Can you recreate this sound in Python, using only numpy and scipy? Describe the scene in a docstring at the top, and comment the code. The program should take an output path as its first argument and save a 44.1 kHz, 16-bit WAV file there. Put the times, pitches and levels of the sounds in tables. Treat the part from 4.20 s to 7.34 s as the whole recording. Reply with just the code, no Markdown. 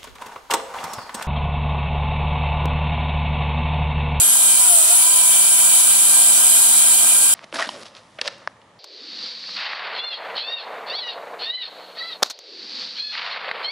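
"""A toy slot car is held close to a stereo microphone indoors, its driven wheels spinning free.
The armature whines on multiples of its speed, the geared-down axle hums and beats against it, brushes and gears
hiss, all through the hollow shell. From 0.4 s the motor bogs down, is slowest near 0.65 s and recovers by 0.9 s;
the upper axle beat is strong early in the sag and again until 1.15 s. Then the whine wavers in pitch to the end."""
import sys
import numpy as np
from scipy import signal
from scipy.fft import rfft, irfft, next_fast_len
from scipy.io import wavfile
from scipy.ndimage import uniform_filter1d, map_coordinates

SR = 44100
rng = np.random.default_rng(int(sys.argv[2]) if len(sys.argv) > 2 else 0)


def generate_wav(signal):
    """Clip the signal to [-1, 1] and save it as 16-bit WAV at the path in sys.argv[1]."""
    frames = np.transpose(np.atleast_2d(signal))
    scaled = np.clip(frames, -1, 1) * 32767
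    pcm = np.round(scaled).astype(np.int16)
    wavfile.write(sys.argv[1], SR, pcm)


N = 138474


def amp(db):
    """dB to gain."""
    return 10 ** (np.asarray(db) / 20)


def unit(x):
    """Scaled to rms 1."""
    return x / np.sqrt(np.mean(x ** 2) + 1e-20)


def along(rows, hz):
    """Each table column at hz, interpolated on a log frequency axis."""
    f, *cols = np.transpose(rows)
    return np.array([np.interp(np.log(hz + 1), np.log(f + 1), c) for c in cols])


def over_time(rows):
    """Each table column at every sample, interpolated linearly."""
    s, *cols = np.transpose(rows)
    return [np.interp(np.arange(N) / SR, s, c) for c in cols]


def wobble(rate_hz):
    """Smooth random curve through rate_hz normal random knots a second."""
    knots = rng.standard_normal(int(N * rate_hz / SR) + 4)
    return map_coordinates(knots, [np.arange(N) * rate_hz / SR])


def filtered(x, response):
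    """x times a complex frequency response; the start is mirrored so that lagging parts begin full."""
    size, pad = next_fast_len(N + SR), SR // 10
    padded = np.concatenate([x[..., pad:0:-1], x], axis=-1)
    spectrum = rfft(padded, size) * response(np.fft.rfftfreq(size, 1 / SR))
    return irfft(spectrum, size)[..., pad:pad + N]


# phase by which left leads right: (frequency [Hz], lead [rad])
LEFT_LEAD = [(0, 0), (340, .4), (570, 3.6), (700, 6.3), (790, 9.3), (950, 12.6), (1640, 12.3), (2240, 16.4),
             (2370, 18.2), (3100, 24.3), (4220, 24.7), (4910, 31), (5340, 30.2), (6300, 34.3), (6800, 34.4),
             (7150, 36.9), (8530, 40.9), (8960, 44.5), (9730, 49.8), (10200, 51.4), (11100, 51.3),
             (11800, 53.2), (12600, 55.6), (14000, 63), (15800, 62.6)]


def path(rows):
    """Shell to both microphones: gain per side, the phase lead split evenly between them."""
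    f, lead_rad = np.transpose(LEFT_LEAD)

    def response(hz):
        phase = np.exp(.5j * np.interp(hz, f, lead_rad) * [[1], [-1]])
        return amp(along(rows, hz)) * phase

    return response


PINION_TEETH, CROWN_TEETH = 7, 25
AXLE_RATIO = PINION_TEETH / CROWN_TEETH  # axle turns per armature turn

# relative hiss colour: (frequency [Hz], left density [dB per Hz], right density [dB per Hz])
HISS_PATH = [(30.2, -60, -66), (113, -39, -37), (160, -38, -41), (263, -31.5, -51.5), (320, -30.5, -24),
             (391, -28, -29), (407, -36, -28.5), (470, -37.5, -28.5), (555, -24, -42), (611, -34.5, -35),
             (672, -18, -18), (865, -22.5, -20.5), (925, -16, -20.5), (1022, -16, -22.5), (1094, -40, -27),
             (1106, -22.5, -24.5), (1270, -26, -19.5), (1395, -21, -26), (1395, -13, -30),
             (1447, -15.5, -34), (1525, -45, -27), (1576, -27, -18), (1643, -32, -29), (1763, -51, -23),
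             (1920, -27.5, -26.5), (2120, -22, -25), (2320, -28.5, -23), (2420, -28.5, -16.5),
             (2670, -23, -21.5), (3090, -13.5, -13.5), (3370, -17.5, -27), (3560, -18.5, -15.5),
             (4200, -19.5, -19.5), (4950, -20, -19), (5460, -24.5, -25), (5370, -18.5, -10),
             (5940, -27, -34.5), (5984, -16, -16), (7570, -16.5, -8.5), (8246, -4, 0.5), (8920, -23, -5),
             (9060, -2.5, -7.5), (9900, -5.5, -7.5), (10250, -7.5, -19), (11300, -14.5, -15),
             (12300, -12, -15), (12400, -19.5, -17.5), (12740, -17.5, -22), (13000, -25, -25),
             (13650, -17, -19.5), (15000, -22.5, -25), (16300, -11.5, -13.5)]
# hiss power share common to both microphones: (frequency [Hz], share [0-1])
HISS_ALIKE = [(30, .9), (100, 0.95), (250, 0.6), (1000, 0.48), (2500, 0.45), (3100, 0.81), (3700, 0.01),
              (5500, 0.42), (6700, 0.71), (7400, 0.47), (9000, 0.8), (10400, 0), (11800, 0.46),
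              (12500, 0.2), (15000, 0), (15700, 0.2)]
# hiss course before HISS_TRIM_DB: (time [s], level [dB])
HISS_LEVEL = [(0.0, -14), (0.02, -14), (0.55, -14), (0.71, -13), (0.85, -14), (2.7, -12.5), (3.14, -14.5)]
HISS_TRIM_DB = 2
PATCH_DB, SWELL_DB, RASP_DB = 0.97, 0.14, 0.5  # scatter: time-frequency patches, slow level, brush contact
TURN_DEPTH = 0.092  # fractional swell once an axle turn


def hiss(turns):
    """Brush and gear friction: patchy noise swelling once an axle turn, partly shared by both microphones."""
    spectra = signal.stft(rng.standard_normal((3, N)), nperseg=512)[2]
    # patches about 700 Hz by 60 ms
    patches = uniform_filter1d(rng.standard_normal(spectra.shape[1:]), 8, 0)
    patches = unit(uniform_filter1d(patches, 10, 1))
    noise = signal.istft(spectra * amp(PATCH_DB * patches), nperseg=512)[1][:, :N]
    axle_swell = 1 + TURN_DEPTH * np.sin(2 * np.pi * turns * AXLE_RATIO)
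    noise = noise * axle_swell * amp(SWELL_DB * wobble(30.07) + RASP_DB * wobble(400))

    to_mics = path(HISS_PATH)
    share = lambda hz: np.clip(along(HISS_ALIKE, hz), 0, 1)
    common = filtered(noise[0], lambda hz: to_mics(hz) * np.sqrt(share(hz)))
    separate = filtered(noise[1:], lambda hz: to_mics(hz) * np.sqrt(1 - share(hz)))
    level_db, = over_time(HISS_LEVEL)
    return unit(common + separate) * amp(level_db + HISS_TRIM_DB)


# armature tones before the shell: (multiple of armature speed, level [dB])
WHINE = [(1, 0), (2, 1), (3, 1), (4, -1), (6, -2), (7, -2), (8, 1), (9, 0), (12, -8), (13, 1.2), (14, 3),
         (15, -6), (16, -12), (20, -1), (21, -3), (22, -4)]
# axle hum, lower beat, upper beat before the shell: (armature multiple, axle multiple, level [dB])
AXLE = [(0, 1, 0), (1, -1, 1), (1, 1, -1)]
# swell added to hum and upper beat: (time [s], hum [dB], upper beat [dB])
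AXLE_LEVEL = [(0, 1, -4), (.38, 0, -5), (.43, 0, 2), (.8, -3, -8), (.86, -3, 1.5), (1.12, -3, 1.5),
              (1.16, -2, -5), (1.5, 1, -6), (3.14, 1, -4)]
# tone gain out of the shell: (frequency [Hz], left [dB], right [dB])
TONE_PATH = [(100, -65, -62), (190, -62, -58), (222, -49, -50), (450, -58, -55), (570, -46, -60),
             (620, -40, -39), (705, -30, -29.5), (745, -43, -39), (800, -52, -41), (960, -38, -43),
             (997, -37, -35), (1025, -52, -45), (1390, -41, -52), (1530, -52, -46), (1600, -44, -42),
             (2000, -52, -55), (2345, -39, -40), (2410, -42, -48), (2700, -52, -50), (3120, -37, -44),
             (3220, -43, -46), (4200, -50, -50), (4680, -41, -40), (5200, -50, -48), (5500, -45, -43),
             (6300, -39, -38), (7100, -45, -30), (9000, -33, -32), (9450, -17, -22), (10050, -19, -29),
             (10250, -22, -33), (10400, -33, -39), (10700, -23, -31), (10860, -23, -31), (10970, -33, -37),
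             (11070, -22, -38), (11260, -19, -31), (11700, -21, -23), (12050, -22, -25), (12600, -29, -36),
             (13700, -29, -36), (14800, -35, -41), (15700, -38, -37)]
FLUTTER_DB, ROUGH_DB = 1.1, 1.6  # scatter: slow flutter of each tone; fast flutter at the 14th multiple
RING_LAG_S, RING_HZ = .006, 1600  # low tones linger in shell and room, less so above RING_HZ


def tones(turns):
    """Sines on armature multiples and axle beats; the higher the multiple, the rougher the level."""
    hum_db, upper_beat_db = over_time(AXLE_LEVEL)
    partials = list(WHINE)
    for (armature, axle, db), swell_db in zip(AXLE, [hum_db, 0, upper_beat_db]):
        partials.append((armature + axle * AXLE_RATIO, db + swell_db))

    x = np.zeros(N)
    for multiple, db in partials:
        level_db = db + FLUTTER_DB * wobble(12) + ROUGH_DB * multiple / 14 * wobble(300)
        sine = np.sin(2 * np.pi * (multiple * turns + rng.random()))
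        x += amp(level_db) * np.sqrt(2) * sine

    to_mics = path(TONE_PATH)
    lag = lambda hz: np.exp(-2j * np.pi * RING_LAG_S * RING_HZ * np.tanh(hz / RING_HZ))
    return filtered(x, lambda hz: to_mics(hz) * lag(hz))


# armature speed: (time [s], speed [turns per s])
SPEED = [(0.009, 804.3), (0.118, 804.0), (0.206, 796.3), (0.253, 799.2), (0.345, 782.7), (0.405, 785.4),
         (0.438, 767.7), (0.523, 696.2), (0.562, 667.7), (0.618, 633), (0.655, 627), (0.683, 632),
         (0.7, 676), (0.728, 727), (0.755, 752), (0.782, 768), (0.894, 788.5), (1.126, 776.3),
         (1.161, 783.0), (1.228, 776.9), (1.263, 783.3), (1.311, 783), (1.366, 772.0), (1.44, 784.1),
         (1.518, 782.8), (1.583, 772.8), (1.65, 778.8), (1.685, 788.0), (1.777, 782.7), (1.855, 793.2),
         (1.947, 788.0), (2.002, 793.9), (2.084, 788.0), (2.204, 785.1), (2.226, 792.8), (2.286, 795.1),
         (2.321, 804.4), (2.518, 796.7), (2.555, 787.6), (2.603, 785.5), (2.635, 791.9), (2.695, 788.0),
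         (2.73, 793.9), (2.8, 787.8), (2.88, 799.9), (2.927, 787.2), (3.044, 797.4), (3.129, 792.0)]
JITTER_HZ = 0.9  # scatter of speed at full speed
BOG_JITTER = .015  # extra scatter [Hz] per Hz of lost speed


def armature_turns():
    """Turns since the start: speed plus jitter, integrated; a bogged-down motor runs less evenly."""
    speed_hz, = over_time(SPEED)
    jitter_hz = JITTER_HZ + BOG_JITTER * (speed_hz.max() - speed_hz)
    return np.cumsum(speed_hz + jitter_hz * wobble(70)) / SR


def scene():
    """One armature drives both the tones and the hiss."""
    turns = armature_turns()
    return tones(turns) + hiss(turns)


TOP_HZ = 15740


def record(dry):
    """The recorder clips the highest peaks and cuts steeply above its band limit."""
    return filtered(np.clip(dry, -1, 1), lambda hz: 1 / (1 + (hz / TOP_HZ) ** 1500))


dry = scene()
out = record(dry)
generate_wav(out)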